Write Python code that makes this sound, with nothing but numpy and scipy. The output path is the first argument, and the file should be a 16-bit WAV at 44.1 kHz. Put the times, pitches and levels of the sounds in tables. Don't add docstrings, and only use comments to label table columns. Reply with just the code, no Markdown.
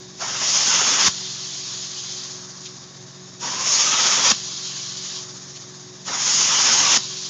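import sys
import numpy as np
from scipy import signal
from scipy.fft import rfft, irfft
from scipy.io import wavfile
from scipy.ndimage import uniform_filter1d

SR = 44100
rng = np.random.default_rng(int(sys.argv[2]) if len(sys.argv) > 2 else 0)


def master(y):
    cut = np.clip(np.atleast_2d(y).T, -1, 1)
    pcm = np.round(cut * 32767)
    wavfile.write(sys.argv[1], SR, pcm.astype(np.int16))


def undo_db(level):
    steps = np.asarray(level, float) / 20
    return 10 ** steps


N = 321657

HZ = np.fft.rfftfreq(1024, 1 / SR)
LIMIT_HZ = 7000


def read(points, hz):
    f, value = np.transpose(points)
    return np.interp(np.log(hz + 1), np.log(f + 1), value)


def evened(x):
    return x / np.sqrt(np.mean(x ** 2) + 1e-20)


def wander(shape, size):
    x = rng.standard_normal(shape)
    for axis, width in enumerate(size):
        x = uniform_filter1d(x, width, axis)
        x = uniform_filter1d(x, width, axis)
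    return evened(x)


def eased(x):
    return .5 + .5 * np.sin(np.pi / 2 * np.clip(x, -1, 1))


def throb(t):
    rate_hz, crest_s = 15.373, 0.032
    return np.cos(2 * np.pi * rate_hz * (t - crest_s))


def frame_times(start, end):
    return np.arange(start, end + .03, 128 / SR)


def turbulence(field_db, patchy_db, flutter_db):
    real, imaginary = rng.standard_normal(field_db.shape + (2,)).T
    patches = patchy_db * wander(field_db.shape, size=(12, 5))
    flutter = flutter_db * wander((len(field_db), 1), size=(6, 1))
    z = (real + 1j * imaginary) * undo_db(field_db + patches + flutter).T
    return signal.istft(z, nperseg=1024, noverlap=896)[1] * np.sqrt(3)


def airflow(levels_db, colour_db, bands):
    lack_db = []
    for level_db, (low, high) in zip(levels_db, bands):
        power = (undo_db(colour_db[:, (HZ > low) & (HZ < high)]) ** 2).sum(1)
        lack_db.append(level_db - 10 * np.log10(power))
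    centres = np.log([np.sqrt(low * high) for low, high in bands])[::-1]
    place = np.interp(np.log(HZ + 1), centres, np.arange(len(bands)))
    place = np.floor(place) + np.clip(2 * (place % 1) - .5, 0, 1)
    share = np.clip(1 - abs(place[:, None] - np.arange(len(bands))[::-1]), 0, 1)
    return colour_db + (share @ np.array(lack_db)).T


def gate(x, length, rise_s, fall_s):
    t = np.arange(len(x)) / SR
    return x * np.clip(t / rise_s, 0, 1) * np.clip((length - t) / fall_s + 1, 0, 1)


def sealed_slot(seal, dry_at, drying_s, free, db):
    # hz, density_db
    colour = [(250, -48.5), (500, -19.5), (800, -14.5), (1100, -12.5), (1400, -11), (1700, -12.5),
              (2300, -16), (2800, -14), (3200, -7), (3800, -7.5), (4900, 0.5), (5900, 1), (6600, 1.5),
              (7000, 2)]
    # low_hz, high_hz
    bands = [(4600, 7400), (2600, 4600), (600, 2600)]
    # wet_db, fade_db_per_s, dry_change_db, wet_throb_db, dry_throb_db
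    layers = [
        (-32, -1.5, -4, 0.4, 1.8),
        (-35.8, -1.9, -9.5, 0.3, 3),
        (-49, -0.1, -0.3, 0.9, 1.8),
    ]
    settles = [1.5, 4, 6]
    settle_s, dry_fade_db_per_s, dry_fade_s = 0.04, -11.5, 0.68
    t = frame_times(seal, free)
    dried = eased((t - dry_at) / drying_s)
    wet_s = np.minimum(t, dry_at) - seal
    dry_s = np.clip(t - dry_at, 0, dry_fade_s)
    levels_db = []
    for (wet_db, fade_db, drop_db, calm_db, pulse_db), settle_db in zip(layers, settles):
        level = db + wet_db + fade_db * wet_s + drop_db * dried + dry_fade_db_per_s * dry_s
        level += (calm_db + (pulse_db - calm_db) * dried) * throb(t)
        levels_db.append(level + settle_db * np.exp((seal - t) / settle_s))
    leak_hz = 1140 - 110 * np.exp((seal - t) / 0.3)
    rings_db = 5 / (1 + ((HZ - leak_hz[:, None]) / 70) ** 2)
    field_db = airflow(levels_db, read(colour, np.minimum(HZ, LIMIT_HZ)) + rings_db, bands)
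    noise = turbulence(field_db, patchy_db=1.34, flutter_db=0.62)
    return seal, gate(noise, free - seal, 0.0032, .012)


def machine():
    # time_s, lobe_rate_hz
    speed = [(0, 184.5), (.6, 185.5), (1.2, 186.4), (2, 184.5), (3.3, 183.6), (4, 184.8), (4.5, 186.4),
             (5.1, 185.2), (5.9, 183.1), (6.5, 185), (7, 186.7), (7.3, 186)]
    # cycle_multiple, rms_db
    engine = [(2, -87), (3, -72), (4, -68), (5, -60), (6, -51), (7, -65), (8, -67), (9, -70), (10, -63),
              (11, -64), (12, -68), (13, -62), (14, -68), (15, -73), (16, -64), (18, -70)]
    # half_lobe_multiple, rms_db
    blower = [(2, -52), (3, -68.5), (4, -52.5), (6, -69.5), (7, -66), (12, -65)]
    belt = .1269
    mains_hz, mains_db = 120, -55.5
    t = np.arange(N) / SR
    lobes = 2 * np.pi * np.cumsum(np.interp(t, *np.transpose(speed))) / SR
    orders = [(belt * k, db) for k, db in engine] + [(k / 2, db) for k, db in blower]
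    breaths_db = 2.03 * wander((400, len(orders)), size=(4, 1))
    breath_times = np.linspace(0, t[-1], 400)
    hum = undo_db(mains_db) * np.sin(2 * np.pi * (mains_hz * t + .3))
    for (k, db), start, breath_db in zip(orders, rng.random(len(orders)), breaths_db.T):
        level = undo_db(db + np.interp(t, breath_times, breath_db))
        hum += level * np.sin(k * lobes + 2 * np.pi * start)
    return np.sqrt(2) * hum


def machine_air():
    # hz, gain_db
    wash = [(40, -9.5), (70, -1), (130, -0.5), (250, -4), (500, -3.5), (800, -4.5), (1120, -5.5),
            (1400, -13), (1740, -5), (2100, -9.5), (3200, -14), (3700, 1), (4300, -12.5), (6600, -6),
            (8000, -19.5)]
    hz = np.fft.rfftfreq(N, 1 / SR)
    spectrum = rfft(rng.standard_normal(N)) * undo_db(read(wash, hz))
    return undo_db(-48.5) * evened(irfft(spectrum, N))


def open_slot(free, turn, swing, seal, db, ring_db):
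    # hz, density_db
    colour = [(110, -60), (175, -18.5), (240, -5.5), (330, -19.5), (400, -12), (780, -12), (850, -8),
              (1290, -8), (1450, -10.5), (2350, -6.5), (3400, -1.5), (4100, -5), (5300, 4), (7000, 5)]
    # low_hz, high_hz
    bands = [(4400, 7400), (2300, 4400), (650, 2300), (200, 650)]
    # lift_off_db, turn_gain_db, near_gain_db, surge_db, throb_db
    layers = [
        (-29.5, 9.8, 1.5, 2.5, 0.8),
        (-37.5, 5, 7.2, 3.5, 0.9),
        (-36.5, 0.3, 9.2, 3, 1.6),
        (-49, 0.3, 8, 4, 2.6),
    ]
    pops = [0.2, 0.6, 5.5, 5]
    lags = [0.9, 1.1, 1.6, 1.9]
    swings = [-2.5, -0.8, -0.3, -0.3]
    breaks = [-16, -20, -40, -30]
    break_s, pop_s, turn_s, swing_s, hush_s, surge_s = 0.045, 0.11, 0.1, 0.07, 0.11, 0.07
    near_share = 0.6
    t = frame_times(free - break_s, seal)
    way = (t - free) / (seal - free)
    near = np.clip(way / near_share, 0, 1)
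    popped = np.exp(-np.maximum(t - free, 0) / pop_s)
    turned = eased((t - turn) / turn_s)
    surge = eased((t - seal) / surge_s + 1)
    aside = np.exp(-((t - swing) / swing_s) ** 2)
    aside += np.exp(-(2 * (t - seal + hush_s) / swing_s) ** 2)
    held = np.clip((free - t) / break_s, 0, 1)
    levels_db = []
    for layer, pop_db, lag, swing_db, break_db in zip(layers, pops, lags, swings, breaks):
        start_db, turn_db, near_db, surge_db, throb_db = layer
        level = db + start_db + break_db * held + pop_db * popped
        level += turn_db * turned + near_db * near ** lag
        levels_db.append(level + swing_db * aside + surge_db * surge + throb_db * throb(t))
    hose_hz = np.interp(way, [0, near_share, 1], [930, 1310, 1080])
    height_db = 2.2 + ring_db * (1 - .6 * turned) + 2.5 * popped
    height_db += 2.2 * wander(len(t), size=(14,))
    hose_db = np.clip(height_db, 0, 12)[:, None] / (1 + ((HZ - hose_hz[:, None]) / 36) ** 2)
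    field_db = airflow(levels_db, read(colour, np.minimum(HZ, LIMIT_HZ)) + hose_db, bands)
    noise = turbulence(field_db, patchy_db=1.5, flutter_db=0.55)
    return t[0], gate(noise, seal - t[0], 0.011, .003)


def spit(db, length, hz, ratio):
    count = round(length * SR)
    ratio = max(ratio, 1.05)
    band = signal.butter(2, [hz / ratio, hz * ratio], 'band', fs=SR)
    air = signal.lfilter(*band, rng.standard_normal(4000))
    ragged = air * undo_db(2.5 * wander(4000, size=(60,)))
    return undo_db(db) * evened(ragged)[:count] * np.hanning(count)


def thud(db, hz, push_db):
    t = np.arange(4000) / SR
    envelope = undo_db(db - 60 * t / 0.046) * np.clip(t / 0.0035, 0, 1)
    ring = np.sin(2 * np.pi * hz * t * (1 - 2.7 * t))
    push = undo_db(push_db) * np.sin(np.pi * hz * t)
    return envelope * (ring + push)


def furnished_room(x):
    t = np.arange(300, 8000, 22) / SR
    taps = np.zeros(8100)
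    places = (t * SR).astype(int) + rng.integers(0, 22, len(t))
    taps[places] = rng.choice([-1., 1.], len(t)) * undo_db(-60 * t / .1)
    taps *= undo_db(-12.5) / np.linalg.norm(taps)
    taps[0] = 1
    return signal.oaconvolve(x, taps / np.linalg.norm(taps))[:N]


def add(mix, s, sound):
    part = mix[round(s * SR):][:len(sound)]
    part += sound[:len(part)]


def scene():
    # seal_s, dry_s, drying_s, free_s, level_db
    strokes = [
        (0.0, -0.9, 0.1, 0.2, -4),
        (1.08, 2.32, 0.17, 3.42, -0.3),
        (4.32, 5.21, 0.05, 6.07, 0.1),
        (6.976, 8, 0.1, 7.29, -0.6),
    ]
    # free_s, turn_to_microphone_s, swing_aside_s, seal_s, level_db
    lifts = [
        (0.212, 0.41, 0.83, 1.084, -0.3),
        (3.432, 3.65, 3.95, 4.32, 0.5),
        (6.085, 6.21, 6.54, 6.974, 1.1),
    ]
    hose_rings = [0.6, 9, -1.2]
    # start_s, rms_db, length_s, centre_hz, width_ratio
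    spits = [
        (0.2, -35, .065, 760, 1.2),
        (6.07, -38, .06, 500, 1.25),
        (2.644, -27.5, .044, 7500, 2.2),
        (5.55, -38, 0.034, 4200, 1.7),
        (1.03, -17.5, 0.057, 5300, 1.13),
        (4.27, -17.5, .055, 4800, 0.92),
        (6.93, -20, .05, 6800, 1.15),
    ]
    # start_s, peak_db, cushion_hz, push_db
    thuds = [
        (1.077, -19, 183, -1.5),
        (4.316, -17.5, 224, -7.5),
        (6.969, -20.5, 233, -21),
    ]
    mix = np.zeros(N)
    for row in strokes:
        add(mix, *sealed_slot(*row))
    for row, ring_db in zip(lifts, hose_rings):
        add(mix, *open_slot(*row, ring_db))
    for s, *rest in spits:
        add(mix, s, spit(*rest))
    for s, *rest in thuds:
        add(mix, s, thud(*rest))
    mix = furnished_room(mix) + machine() + machine_air()
    return np.array([mix, mix])


def roll_off(x):
    return signal.sosfilt(signal.butter(12, 15650, fs=SR, output="sos"), x)


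def record(dry):
    # hz, gain_db
    response = [(20, -22), (50, -13), (100, 0), (6900, 1), (7300, -12), (7700, -26), (8000, -33.5),
                (8800, -34.5), (9300, -53), (9600, -90)]
    # time_s, peak_db
    overloads = [(0.596, -37), (1.0607, -36), (1.0814, -14.5), (4.2978, -28), (4.316, -22.5),
                 (6.674, -38.5), (6.9378, -26), (6.9404, -28), (6.9428, -29.5), (7.292, -44)]
    squeezed = dry / (1 + (abs(dry) / .95) ** 4) ** .25
    gain = undo_db(read(response, np.fft.rfftfreq(N, 1 / SR)))
    x = irfft(rfft(squeezed) * gain, N)
    for s, db in overloads:
        x[:, round(s * SR)] -= undo_db(db)
    return roll_off(x)


dry = scene()
out = record(dry)
master(out)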